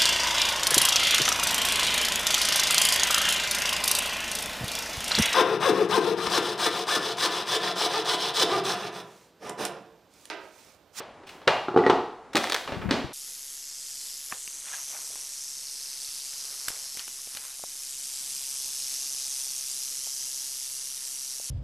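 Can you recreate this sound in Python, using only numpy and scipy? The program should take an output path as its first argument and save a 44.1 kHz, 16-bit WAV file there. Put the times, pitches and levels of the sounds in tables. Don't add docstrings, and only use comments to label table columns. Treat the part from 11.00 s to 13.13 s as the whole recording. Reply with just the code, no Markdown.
import sys
import numpy as np
from scipy import signal
from scipy.fft import rfft, irfft
from scipy.io import wavfile
from scipy.ndimage import uniform_filter1d

SR = 44100
rng = np.random.default_rng(int(sys.argv[2]) if len(sys.argv) > 2 else 0)


def unload_wav(signal):
    wavfile.write(
        sys.argv[1],
        SR,
        np.round(np.clip(np.atleast_2d(signal).T, -1, 1) * 32767).astype(np.int16),
    )


def decibels_to_gain(level_db):
    exponent = np.asarray(level_db, float) / 20
    return 10 ** exponent


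N = 93977
PORTS = np.array([[1], [-1]])


def read(table, hz, col):
    table = np.array(table, float)
    return np.interp(np.log(np.maximum(hz, 1)), np.log(table[:, 0]), table[:, col])


def unit(x):
    return x / np.sqrt(np.mean(x ** 2))


def colour(x, table):
    cepstrum = irfft(np.log(decibels_to_gain(read(table, np.linspace(0, SR / 2, 2049), 1))))
    cepstrum[1:2048] *= 2
    cepstrum[2049:] = 0
    response = irfft(np.exp(rfft(cepstrum)))
    return signal.fftconvolve(x, response)[:len(x)]


def highpass(x, hz):
    return signal.sosfilt(signal.butter(2, hz, "high", fs=SR, output="sos"), x)


def curve(table):
    table = np.array(table, float)
    return decibels_to_gain(np.interp(np.arange(N) / SR, table[:, 0], table[:, 1], left=-120, right=-120))


def noise(table):
    return unit(colour(rng.standard_normal(N), table))


def add(out, s, x):
    i = int(s * SR)
    out[i:i + len(x)] += x[:N - i]


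# (frequency [Hz], level [dB])
CRACK = [(290, -20), (500, 6), (2680, -6), (3230, -7.5), (4470, -13.5), (15000, -48.5)]


def knocks(hits, body, crack_db, crack_ms, room_db, room_crack_db):
    longest_ring_ms, feed_ms = 90, 5
    out, feed, t = np.zeros(N), np.zeros(N), np.arange(6000) / SR
    t_ms = t * 1000
    hz, t60_ms, db = np.array(body, float).T[:, :, None]
    t60_ms = np.minimum(t60_ms, longest_ring_ms)
    chances = rng.standard_normal((len(hits), 2, len(body), 1))
    hisses = rng.standard_normal((len(hits), len(t)))
    tick = unit(colour(1. * (t == 0), CRACK)) / 10
    for (s, peak_db, contact_ms), (level_chance, pitch_chance), hiss in zip(hits, chances, hisses):
        decay = decibels_to_gain(db + 3.5 * level_chance - 60 * t_ms / t60_ms)
        ring = decay * np.sin(2 * np.pi * hz * (1 + .02 * pitch_chance) * t)
        u = t_ms[:800] / max(contact_ms, .03)
        blow = signal.fftconvolve(ring.sum(axis=0), u * np.exp(-u))[:len(t)]
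        blow = blow / np.abs(blow).max()
        crack = colour(hiss * np.minimum(t_ms, 1) * np.exp(-t_ms / crack_ms), CRACK)
        crack = crack / np.abs(crack).max()
        hard = min(.1 / contact_ms, 2)
        add(out, s, decibels_to_gain(peak_db) * (blow + hard * decibels_to_gain(crack_db) * crack))
        thud = unit(blow * np.exp(-t_ms / feed_ms)) * blow.std()
        add(feed, s, decibels_to_gain(peak_db) * (decibels_to_gain(room_db) * thud + hard * decibels_to_gain(room_crack_db) * tick))
    return np.array([out, feed])


def bursts(events, spectrum, room_db):
    out, feed, t = np.zeros(N), np.zeros(N), np.arange(4000) / SR
    draws = rng.standard_normal((len(events), 2, len(t)))
    tick = unit(colour(1. * (t == 0), spectrum))
    for (s, peak_db, burst_ms), (clicks, chance) in zip(events, draws):
        u = t * 1000 / max(burst_ms, .1)
        shape = np.exp(0.44 * chance) * np.minimum(u * 3, 1) * np.exp(-u)
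        tint = [(hz, db + 2.85 * chance[k]) for k, (hz, db) in enumerate(spectrum)]
        x = colour(clicks * shape, tint)
        x = decibels_to_gain(peak_db) * x / np.abs(x).max()
        add(out, s, x)
        add(feed, s, decibels_to_gain(room_db) * tick * np.sqrt(np.mean(x ** 2)))
    return np.array([out, feed])


# (frequency [Hz], level [dB])
HUM = [(30, -11.5), (360, 1.5), (650, 0), (890, 1.5), (1700, -8.5), (9000, -33), (13500, -49)]


def appliance_hum():
    return decibels_to_gain(-51.5) * noise(HUM)


# (frequency [Hz], level [dB])
HISS = [(3000, -6), (7000, 0), (11000, -8), (13500, -26)]


def port_hiss():
    return decibels_to_gain(-74) * np.array([noise(HISS), noise(HISS)])


# (frequency [Hz], level [dB])
RUMBLE = [(20, -26.5), (60, -1), (150, -4.5), (400, -9), (900, -46)]
# (time [s], level [dB])
HANDLING = [(0, -69.5), (1.55, -69), (1.7, -50), (1.9, -36.5), (2.14, -58)]


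def handling_rumble():
    rumble = np.array([noise(RUMBLE), noise(RUMBLE)])
    slow = uniform_filter1d(uniform_filter1d(rng.standard_normal(N), size=900), size=900)
    return rumble * curve(HANDLING) * decibels_to_gain(2.2 * unit(slow))


# (time [s], peak level [dB], contact [ms])
STEP_HITS = [
    (.003, -27.5, 0.16),
    (.05, -44, 0.75),
    (.235, -38.5, 0.24),
    (.352, -38, 0.75),
    (.416, -48, 0.043),
]
# (frequency [Hz], T60 [ms], level [dB])
LID = [(113.4, 190, -2), (184, 50, -21), (270, 50, -31), (378, 107, 10.5), (449, 110, 8.5), (514, 97, -3),
       (754, 69, 8.5), (854, 106, 10), (1024, 100, 2), (1194, 19, 15.5), (1370, 55, 6.5), (1520, 24, -20),
       (2930, 25, -4.5)]


def steps():
    return knocks(STEP_HITS, LID, crack_db=4, crack_ms=3.2, room_db=-4.5, room_crack_db=5)


# (frequency [Hz], T60 [s])
KITCHEN = [(90, 0.54), (250, 0.43), (700, 0.68), (2000, 0.53), (4500, 0.58), (9000, 0.56), (14000, 0.75)]
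# (frequency [Hz], side minus mid [dB])
ECHO_SIDE = [(250, -34), (1000, -30), (3000, -20), (6000, -11), (11000, -4)]


def kitchen(feed):
    first_echo_s, build_s = 0.0041, 0.0027
    t = np.arange(SR) / SR
    mid, side = np.zeros(SR), np.zeros(SR)
    hz = np.linspace(0, SR / 2, SR // 2 + 1)
    for centre_hz in 45 * 2 ** np.arange(0, 9., .5):
        octaves = np.log2(np.maximum(hz, 1) / centre_hz)
        band = np.cos(np.pi / 2 * np.clip(2 * octaves, -1, 1))
        fall = np.exp(-np.log(1000) * t / read(KITCHEN, centre_hz, 1))
        mid += fall * irfft(band * rfft(rng.standard_normal(SR)))
        width = decibels_to_gain(read(ECHO_SIDE, centre_hz, 1))
        side += fall * irfft(band * rfft(rng.standard_normal(SR))) * width
    rise = np.clip((t - first_echo_s) / build_s, 0, 1)
    scale = 1 / np.sqrt(np.sum((mid * rise) ** 2))
    mid = signal.fftconvolve(feed, mid * rise * scale)[:N]
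    side = signal.fftconvolve(feed, side * rise * scale)[:N]
    return mid + PORTS * side


# (time [s], peak level [dB], burst [ms])
SCUFFS = [
    (.266, -38, 17.4),
    (.290, -32, 6.9),
    (.321, -47, 25.),
]
# (frequency [Hz], level [dB])
SCUFF = [(290, -31), (500, -8.5), (1260, -11), (2570, -5.5), (15000, -30.5)]


def scuffs():
    return bursts(SCUFFS, SCUFF, room_db=1)


# (time [s], peak level [dB], contact [ms])
PEDAL_HITS = [
    (.4735, -12, 0.28),
    (.4760, -13.5, 0.012),
    (.481, -27.5, 0.18),
    (1.675, -30.5, 0.043),
    (1.693, -24.5, 0.23),
    (1.720, -23, 0.12),
    (1.727, -26.5, 0.52),
    (1.745, -25.5, 0.22),
]
# (frequency [Hz], T60 [ms], level [dB])
PEDAL = [(266, 14, 14), (430, 38, 7.5), (580, 32, 5.5), (734, 25, 5), (990, 33, 8), (1500, 5, -20),
         (2050, 34, -16), (2400, 35, -6), (2804, 61, 17), (4100, 34, 1)]


def pedal():
    return knocks(PEDAL_HITS, PEDAL, crack_db=2.5, crack_ms=6.2, room_db=2.5, room_crack_db=1.5)


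# (time [s], peak level [dB], contact [ms])
LID_HITS = [(.684, -11, 0.13), (.710, -26.5, 0.12), (.726, -34, 0.22), (.743, -16, 0.14),
            (.7625, -0.5, 0.24), (.774, -2, 0.14), (.789, -18.5, 0.029), (.801, -19, .04),
            (.815, -20.5, 0.24), (.826, -21, .04), (.851, -17, 0.044), (.8645, -2.5, 0.1),
            (.869, -8.5, 0.18), (.879, -21, 0.29), (.898, -0.5, 0.018), (.902, -21.5, 0.024)]


def lid_opening():
    return knocks(LID_HITS, LID, crack_db=-19, crack_ms=9.0, room_db=-2.0, room_crack_db=-17.5)


# (time [s], peak level [dB], contact [ms])
HINGE_TICKS = [
    (.774, -38, 0.044),
    (.789, -25.5, 0.15),
    (.838, -25, 0.041),
    (.864, -15.5, 0.03),
    (.881, -45, 0.043),
]
# (frequency [Hz], T60 [ms], level [dB])
HINGE = [(1953, 76, -6), (2230, 35, -23)]


def hinge():
    return knocks(HINGE_TICKS, HINGE, crack_db=-8, crack_ms=1.8, room_db=-8, room_crack_db=-9)


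# (frequency [Hz], level [dB])
WRAPPER = [(180, -22.5), (300, 0.5), (1970, 3), (2880, -1.5), (3520, 2), (9390, -15.5), (16000, -26.5)]
# (time [s], level [dB])
RUSTLE = [(1.33, -88), (1.36, -37), (1.45, -42), (1.56, -59), (1.65, -63), (1.8, -58.5), (1.9, -79)]


def rustle():
    clicks_per_s, spread_db = 1900, 3
    hit = rng.random(N) < clicks_per_s / SR
    clicks = hit * rng.standard_normal(N) * decibels_to_gain(spread_db * rng.exponential(size=N))
    x = unit(colour(clicks, WRAPPER)) * curve(RUSTLE)
    return np.array([x, x])


# (time [s], peak level [dB], burst [ms])
WRAPPER_SNAPS = [(1.332, -28, 5.5), (1.338, -53, 2.1), (1.354, -10, 3.2), (1.366, -9.5, 6.7),
                 (1.377, -15, 1.2), (1.387, -48, 1.3), (1.435, -22, 2.1), (1.441, -13.5, 1.18),
                 (1.453, -30.5, 1.8), (1.472, -16.5, 1), (1.4975, -16, 3.1), (1.5145, -22, .9),
                 (1.521, -10, 2.7), (1.531, -15.5, 0.7), (1.544, -11, 1.1), (1.548, -10.5, 1.1),
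                 (1.554, -17, 0.87), (1.563, -15, 0.52), (1.571, -32, 0.98)]


def wrapper_snaps():
    return bursts(WRAPPER_SNAPS, WRAPPER, room_db=-6)


# (time [s], peak level [dB], contact [ms])
DROP_HITS = [
    (1.349, -13, 0.39),
    (1.359, -12.5, 0.2),
    (1.368, -19, 0.1),
    (1.372, -16.5, 0.13),
]
# (frequency [Hz], T60 [ms], level [dB])
DROP = [(110, 46, -32), (253, 80, -11), (338, 42, 12.5), (590, 32, -22), (783, 93, 6.5), (846, 120, 13),
        (1347, 81, 15)]


def pepper_drop():
    return knocks(DROP_HITS, DROP, crack_db=3, crack_ms=2.4, room_db=-2, room_crack_db=-2)


# (time [s], peak level [dB], contact [ms])
GRIP_BUMPS = [
    (1.66, -43, 2.6),
    (1.72, -30, 2),
    (1.768, -26, 1.2),
    (1.797, -29.5, 1.5),
    (1.847, -29, 0.26),
    (1.857, -20.5, 0.2),
    (1.884, -19, 0.78),
    (2.043, -25, 0.85),
]
# (frequency [Hz], T60 [ms], level [dB])
GRIP = [(75, 42, -19), (131, 150, 0), (193, 113, 3), (328, 30, 7)]


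def grip_bumps():
    direct, _ = knocks(GRIP_BUMPS, GRIP, crack_db=-29, crack_ms=2.5, room_db=-40, room_crack_db=-40)
    return highpass(direct * (1 + .75 * PORTS), 55)


# (time [s], peak level [dB], burst [ms])
ROD_SLIDES = [
    (1.81, -32, 31),
    (1.889, -23.5, 7.1),
]
# (frequency [Hz], level [dB])
ROD = [(900, 4), (2300, 0), (9000, -38)]


def rod_slides():
    return bursts(ROD_SLIDES, ROD, room_db=5)


# (time [s], peak level [dB], burst [ms])
RIM_SLAPS = [
    (1.9092, -11, 2.1),
]
# (frequency [Hz], level [dB])
RIM = [(410, -27.5), (700, -6), (1360, -5.5), (1490, -4.5), (4380, -10.5), (15000, -46)]


def rim_slap():
    return bursts(RIM_SLAPS, RIM, room_db=2)


# (time [s], peak level [dB], contact [ms])
SHUT_HITS = [
    (1.9095, -8, 0.26),
    (1.914, -20.5, 0.48),
]
# (frequency [Hz], T60 [ms], level [dB])
SHUT = [(101, 290, 14.5), (281, 37.5, 24), (440, 110, 7), (532, 47, 9.5), (850, 19, -6)]


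def lid_shutting():
    return knocks(SHUT_HITS, SHUT, crack_db=-40, crack_ms=3.0, room_db=2, room_crack_db=-44)


def scene():
    blows = pedal() + lid_opening() + pepper_drop() + lid_shutting() + hinge() + rim_slap() + steps()
    friction = wrapper_snaps() + scuffs() + rod_slides() + rustle()
    direct, feed = blows + friction
    steady = appliance_hum() + port_hiss() + handling_rumble()
    port_lag = .35 * np.gradient(direct)
    room = highpass(direct + PORTS * port_lag + kitchen(feed), 222)
    return room + steady + grip_bumps()


def band_limit(x):
    return signal.sosfilt(signal.butter(12, 16820, fs=SR, output="sos"), x)


def record(dry):
    top_cut = signal.butter(10, 15800, fs=SR, output="sos")
    mix = signal.sosfilt(top_cut, dry)
    return band_limit(mix)


dry = scene()
out = record(dry)
unload_wav(out)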